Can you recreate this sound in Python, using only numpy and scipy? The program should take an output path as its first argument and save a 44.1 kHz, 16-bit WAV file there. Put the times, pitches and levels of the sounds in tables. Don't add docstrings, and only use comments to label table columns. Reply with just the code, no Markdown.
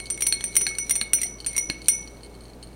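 import sys
import numpy as np
from scipy import signal
from scipy.fft import rfft, irfft, next_fast_len
from scipy.io import wavfile
from scipy.ndimage import uniform_filter1d, map_coordinates

SR = 44100
rng = np.random.default_rng(int(sys.argv[2]) if len(sys.argv) > 2 else 0)


def gain_from_decibels(decibels):
    exponent = np.asarray(decibels, float) / 20
    return 10 ** exponent


def store_wav(level_fs):
    pcm = np.round(np.clip(np.atleast_2d(level_fs), -1, 1) * 32767)
    wavfile.write(sys.argv[1], SR, pcm.T.astype(np.int16))


N = 121275
LEAD = SR // 5

# start_s, wall_db, shoulder_db, rim_db, high_rim_db
EARLIER_CLINK = (-.03, -31, -32, -35, -38)
# start_s, wall_db, shoulder_db, rim_db, high_rim_db
CLINKS = [(0.1017, -24.5, -23, -34, -45), (.1055, -45, -25.5, -38, -44), (0.1758, -31, -37, -47, -48),
          (0.2073, -29.5, -24, -29, -32), (.2220, -16.5, -21, -20, -27.5), (0.2665, -20.5, -20.5, -21, -36),
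          (0.2693, -17.5, -20, -14, -24), (.4402, -26, -23, -33, -37.5), (0.5543, -22.5, -23.5, -33, -31),
          (.5662, -17.5, -16.5, -14, -21.5), (.611, -26, -30, -24.5, -43), (.6157, -21.5, -29, -17.5, -35),
          (.7848, -17.5, -25.5, -24, -37), (0.8667, -40, -49, -45, -50), (0.8959, -21.5, -20.5, -39, -32.5),
          (.9086, -14, -23, -16, -24.5), (.9546, -17.5, -22.5, -43, -40), (0.9606, -16.5, -19, -21.5, -35),
          (1.1333, -12.5, -14.5, -16, -19.5), (1.1398, -24, -26, -30, -37), (1.1854, -29, -41, -34, -47),
          (1.2161, -24, -21.5, -33, -34), (1.2323, -17, -22, -28, -32), (1.4632, -24.5, -27.5, -24, -38),
          (1.4678, -24.5, -22, -47, -37.5), (1.5312, -43, -47, -37.5, -50), (1.565, -20, -23, -30.5, -32.5),
          (1.5795, -13.5, -21.5, -20, -28.5), (1.8838, -10.5, -12, -12, -18)]
# start_s, base_db, shoulder_db, wall_db, free_ring_share (of t60)
KNOCKS = [
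    (0.001, -31, -36.5, -44, 0.95),
    (0.3250, -16, -21, -58, .9),
    (0.408, -26, -39, -37, .4),
    (0.6668, -16, -23, -33.5, 0.46),
    (0.7512, -36, -42.5, -45, .5),
    (1.0129, -16.5, -23.5, -33, 0.51),
    (1.6995, -19, -32, -37, 0.5),
]
# start_s, pitch_hz, level_db, t60_s
THUDS = [(.0, 2214, -36, .35), (.177, 2190, -36, .3), (.222, 2350, -25, .03), (.27, 1050, -38, .04),
         (.34, 2215, -40, .9), (.445, 2222, -39, .4), (.566, 2100, -24, .045), (.613, 1100, -40, .04),
         (.67, 770, -37, .04), (.67, 1650, -32, .035), (.685, 2205, -37, .6), (.71, 1300, -42, .04),
         (.785, 1500, -39, .03), (.8, 2210, -36, .4), (.87, 2300, -38, .05), (.908, 2110, -23, .06),
         (.96, 850, -40, .04), (1.014, 220, -33, .06), (1.014, 1650, -35, .04), (1.134, 300, -36, .05),
         (1.134, 1550, -33, .05), (1.186, 2350, -34, .05), (1.232, 2050, -26, .045), (1.255, 730, -43, .03),
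         (1.445, 1500, -43, .02), (1.533, 2180, -39, .5), (1.553, 2185, -33, .7), (1.57, 1080, -41, .04),
         (1.579, 2170, -25, .09), (1.655, 330, -39, .05), (1.699, 300, -28, .06), (1.699, 200, -31, .06),
         (1.699, 1680, -33, .04), (1.705, 2195, -39, .8), (2.236, 2195, -51, .7), (2.413, 1200, -47, .03)]
# start_s, peak_db
TICKS = [(.005, -41), (0.0572, -30), (0.0686, -32), (0.144, -37), (.4788, -40), (0.515, -49), (.5262, -43),
         (0.691, -28), (1.2672, -34), (1.3848, -40.5), (1.4028, -26.5), (1.423, -44), (1.446, -28),
         (1.484, -31), (1.498, -37), (1.547, -34), (1.6576, -48), (1.8181, -29), (1.8437, -32.5),
         (1.859, -29), (2.0277, -40), (2.0561, -50), (2.0753, -33), (2.17, -46), (2.2079, -41.5),
         (2.2333, -33.5), (2.247, -39), (2.2622, -38.5), (2.3425, -47), (2.351, -41), (2.4072, -40),
         (2.42, -52), (2.436, -43.5), (2.4539, -37.5), (2.4819, -41), (2.4996, -45), (2.5343, -45),
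         (2.6277, -32), (2.635, -35), (2.672, -40.5), (2.688, -51), (2.7301, -47)]
# time_s, pressure_db
GRAZE = [(0.0, -52), (.3, -54), (.6, -51.5), (.87, -51.5), (1.02, -57), (1.1, -68.5), (1.22, -49),
         (1.38, -69.5), (1.52, -47.5), (1.63, -64), (1.8, -58), (1.91, -53.5), (2.2, -61), (2.3, -60.5),
         (2.45, -60), (2.6, -63.5), (2.75, -62.5)]
TURNS_S = [-.12, .222, .562, .905, 1.231, 1.578, 1.878, 2.3, 3.1]
# pitch_hz, level_db, t60_s, liquid_bend_percent
WALL = [(5915, 0, .33, 1.6), (5855, -8, .5, .9)]
SHOULDER = [(8860, -9, .1, 2.3), (8905, 0, .13, .25), (8950, -9, .22, .2), (9060, -13, .13, 0)]
RIM = [(9545, 0, .11, .65), (9500, -9, .22, .3)]
HIGH_RIM = [(10765, 0, .13, .5), (10710, -7, .22, .5), (14170, -6, .075, 1.8), (14060, -12, .12, 1.2),
            (15730, -13, .08, .2)]
OVAL = [(2212, 0, .6, 1.2), (2192, -5, .5, .6)]
BASE = [(4262, 0, .15, .6), (4330, -7, .07, -1.1), (4200, -11, .2, .9), (12000, -25, .09, .3),
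        (12850, -26, .05, .3)]
TIP = [(3090, -6.5, 0.021, 0), (4425, 0, 0.024, 0), (4237, -3.5, 0.037, 0), (6480, -11, 0.019, 0.0056),
       (7800, -9, 0.015, 0), (8920, -9, 0.085, 0.0033), (10800, -20, 0.059, 0), (13000, -18, .015, 0)]
# freq_hz, level_db
CRACK = [(200, -32), (700, -6), (1400, -2.5), (2400, 6), (5000, 0), (9000, 4.5), (13000, -8.5),
         (16000, -15)]
# centre_hz, width_hz, level_db
GLASS = [(2221, 41, 8.5), (4160, 190, 1), (6050, 72, 1), (3030, 2700, -25), (6560, 380, -16),
         (8920, 350, 2), (9580, 114, -3), (10600, 98, -5), (14000, 900, -29)]
# pitch_hz, rms_db
HUM = [(56.6, -48.5), (60, -65), (120, -55.5), (180, -64)]
# freq_hz, density_db (per Hz)
AIR = [(20, -6), (90, -10), (200, -3), (400, -4.5), (1000, -17.5), (2400, -27.5), (8000, -35), (16000, -40)]
# freq_hz, t60_s
ROOM = [(500, 0.86), (4000, 0.43), (14000, 0.26)]

LEAN_DB_PER_S = 451


def unit(x):
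    return x / np.sqrt(np.mean(x ** 2) + 1e-20)


def along(points, hz):
    f, v = np.transpose(points)
    return np.interp(np.log(hz + 1), np.log(f + 1), v)


def wobble(rate_hz, size=N):
    knots = rng.standard_normal(int(size * rate_hz / SR) + 4)
    return map_coordinates(knots, [np.arange(size) * rate_hz / SR])


def filtered(x, response):
    m = next_fast_len(len(x) + 8192)
    return irfft(rfft(x, m) * response(np.fft.rfftfreq(m, 1 / SR)), m)[:len(x)]


def liquid_load():
    pile_before, pile_after, ripple_at = .1, .11, .17
    ripple, waver = .25, .1
    turn = np.interp((np.arange(N + SR) - LEAD) / SR, TURNS_S, np.arange(len(TURNS_S)))
    away = (turn + .5) % 1 - .5
    width = np.where(away < 0, pile_before, pile_after)
    stirring = turn < len(TURNS_S) - 2.5
    pile = np.exp(-(away / width) ** 2) * stirring
    shift = ripple * np.cos(4 * np.pi * (turn - ripple_at)) - pile + waver * wobble(30.15, size=N + SR)
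    loss_db_per_s = LEAN_DB_PER_S * pile * (away < 0)
    return np.cumsum([shift / 100, loss_db_per_s], axis=1) / SR


def ring(modes, db, load):
    scatter_db, attack_s = 2, 0.000089
    shift, loss_db = load - load[:, :1]
    t = np.arange(len(shift)) / SR
    hz, level_db, t60_s, bend = np.transpose(modes)[:, :, None]
    start_db = db + level_db + scatter_db * rng.standard_normal(hz.shape)
    gain = gain_from_decibels(start_db - 60 * t / t60_s - loss_db)
    tones = gain * np.sin(2 * np.pi * hz * (t + bend * shift))
    return tones.sum(0) * (1 - np.exp(-t / attack_s))


def add(out, start_s, x):
    at = LEAD + round(start_s * SR)
    out[at:at + len(x)] += x


def strike(out, load, start_s, *families):
    at = LEAD + round(start_s * SR)
    during = load[:, at:][:, :SR // 2]
    add(out, start_s, sum(ring(modes, db, during) for modes, db in families))


def crack(db):
    crack_s, splash_s, splash_db = 0.0092, 0.091, -16.5
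    t = np.arange(4096) / SR
    contact = gain_from_decibels(db - 60 * t / crack_s)
    splash = gain_from_decibels(db + splash_db - 60 * t / splash_s)
    return (contact + splash) * rng.standard_normal(len(t))


def clinks(load, tones, bases, bursts):
    bounce_s, bounce_db = .008, -7
    last_s = -1
    for s, wall_db, shoulder_db, rim_db, high_db in [EARLIER_CLINK, *CLINKS]:
        oval_db = wall_db - 26.5 + 14 * (s < 0)
        strike(tones, load, s, (WALL, wall_db - 8.5), (SHOULDER, shoulder_db), (RIM, rim_db),
               (HIGH_RIM, high_db), (OVAL, oval_db))
        strike(bases, load, s, (BASE, shoulder_db - 17))
        add(bursts, s, crack(max(shoulder_db, rim_db) - 1 + bounce_db * (s - last_s < bounce_s)))
        last_s = s


def knocks(load, tones, bases, dull):
    for s, base_db, shoulder_db, wall_db, free in KNOCKS:
        damped_base = np.multiply(BASE, [1, 1, free, 1])
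        strike(bases, load, s, (damped_base, base_db - 3))
        strike(tones, load, s, (SHOULDER, shoulder_db), (OVAL, wall_db - 4), (WALL, wall_db - 6),
               (HIGH_RIM, shoulder_db - 14))
        add(dull, s, crack(base_db + 2.5))


def thuds(load, tones):
    for s, hz, db, t60_s in THUDS:
        strike(tones, load, s, ([(hz, 0, t60_s, 0)], db))


def ticks(load, tones, dull):
    skid_s, skid_loss_db = 0.005, 9
    for s, db in TICKS:
        delays_s = np.cumsum(skid_s * rng.random(size=3)) * np.sign(np.arange(3))
        for k, late_s in enumerate(delays_s):
            strike(tones, load, s + late_s, (TIP, db - 5 - skid_loss_db * k))
            add(dull, s + late_s, crack(db - 21 - skid_loss_db * k))


def beaker(load):
    knock_dull_hz = 5500
    wall_flutter_db, wall_flutter_hz = 1.5, 35
    base_flutter_db, base_flutter_hz = 3, 150
    tones, bases, bursts, dull = np.zeros((4, N + SR))
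    clinks(load, tones, bases, bursts)
    knocks(load, tones, bases, dull)
    thuds(load, tones)
    ticks(load, tones, dull)
    bursts = bursts + filtered(dull, lambda hz: 1 / (1 + 1j * hz / knock_dull_hz) ** 2)
    tones = tones * gain_from_decibels(wall_flutter_db * wobble(wall_flutter_hz, size=N + SR))
    bases = bases * gain_from_decibels(base_flutter_db * wobble(base_flutter_hz, size=N + SR) - 1.0)
    cracks = filtered(bursts, lambda hz: gain_from_decibels(along(CRACK, hz)))
    return (tones + bases + cracks)[LEAD:LEAD + N]


def glass_response(hz):
    total = 0
    for k, (centre_hz, width_hz, db) in enumerate(GLASS):
        drag = 1j * hz * width_hz
        total = total + (-1) ** k * gain_from_decibels(db) * drag / (centre_hz * centre_hz - hz * hz + drag)
    return total


def graze(load):
    slips_per_s, spread_db, smallest_slip = 2300, 7, .08
    level_db, rub_db = -1, 13
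    time_s, pressure_db = np.transpose(GRAZE)
    chance, size, sign = rng.random((3, N))
    slips = np.clip((slips_per_s / SR - chance) * SR / 30, 0, 1)
    slips = slips * gain_from_decibels(-spread_db * np.log(size + smallest_slip)) * np.sign(sign - .5)
    lean = np.gradient(load[1])[LEAD:LEAD + N] * SR / LEAN_DB_PER_S
    drag_db = np.interp(np.arange(N) / SR, time_s, pressure_db) + level_db
    drag_db = drag_db + rub_db * uniform_filter1d(lean, size=900)
    return gain_from_decibels(drag_db) * unit(filtered(slips * gain_from_decibels(0.77 * wobble(9.4)), glass_response))


def slosh():
    centre_hz, width_hz, level_db = 390, 55, -54
    end_s, fade_s = .9, .06
    band = filtered(rng.standard_normal(N), lambda hz: np.exp(-((hz - centre_hz) / width_hz) ** 2))
    fade = 1 + np.exp((np.arange(N) / SR - end_s) / fade_s)
    return gain_from_decibels(level_db + 1.2 * wobble(6.1)) * unit(band) / fade


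def kitchen():
    t = np.arange(N) / SR
    hum = np.zeros(N)
    for hz, rms_db in HUM:
        level = np.sqrt(2) * gain_from_decibels(rms_db + 0.54 * wobble(22.1))
        hum += level * np.sin(2 * np.pi * hz * t + 0.088 * wobble(3.5))
    air_level = gain_from_decibels(-47 + 0.2 * wobble(1.78))
    air = unit(filtered(rng.standard_normal(N), lambda hz: gain_from_decibels(along(AIR, hz))))
    return hum + air_level * air


def room(x):
    hz, t, z = signal.stft(rng.standard_normal(SR // 2), SR, nperseg=256)
    decay = gain_from_decibels(-60 * t / along(ROOM, hz)[:, None])
    tail = signal.istft(z * decay, SR, nperseg=256)[1]
    delayed = np.pad(x, (130, 0))
    return signal.fftconvolve(delayed, tail / np.linalg.norm(tail))[:N]


def scene():
    room_db = -14.5
    load = liquid_load()
    glass = beaker(load) + graze(load)
    return (glass + gain_from_decibels(room_db) * room(glass) + slosh() + kitchen())[None]


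def low_pass(x):
    return signal.sosfilt(signal.butter(12, 16820, fs=SR, output="sos"), x)


def record(dry):
    top_hz = 16250
    mix = filtered(dry[0], lambda hz: 1 / (1 + (hz / top_hz) ** 90))[None]
    return low_pass(mix)


dry = scene()
out = record(dry)
store_wav(out)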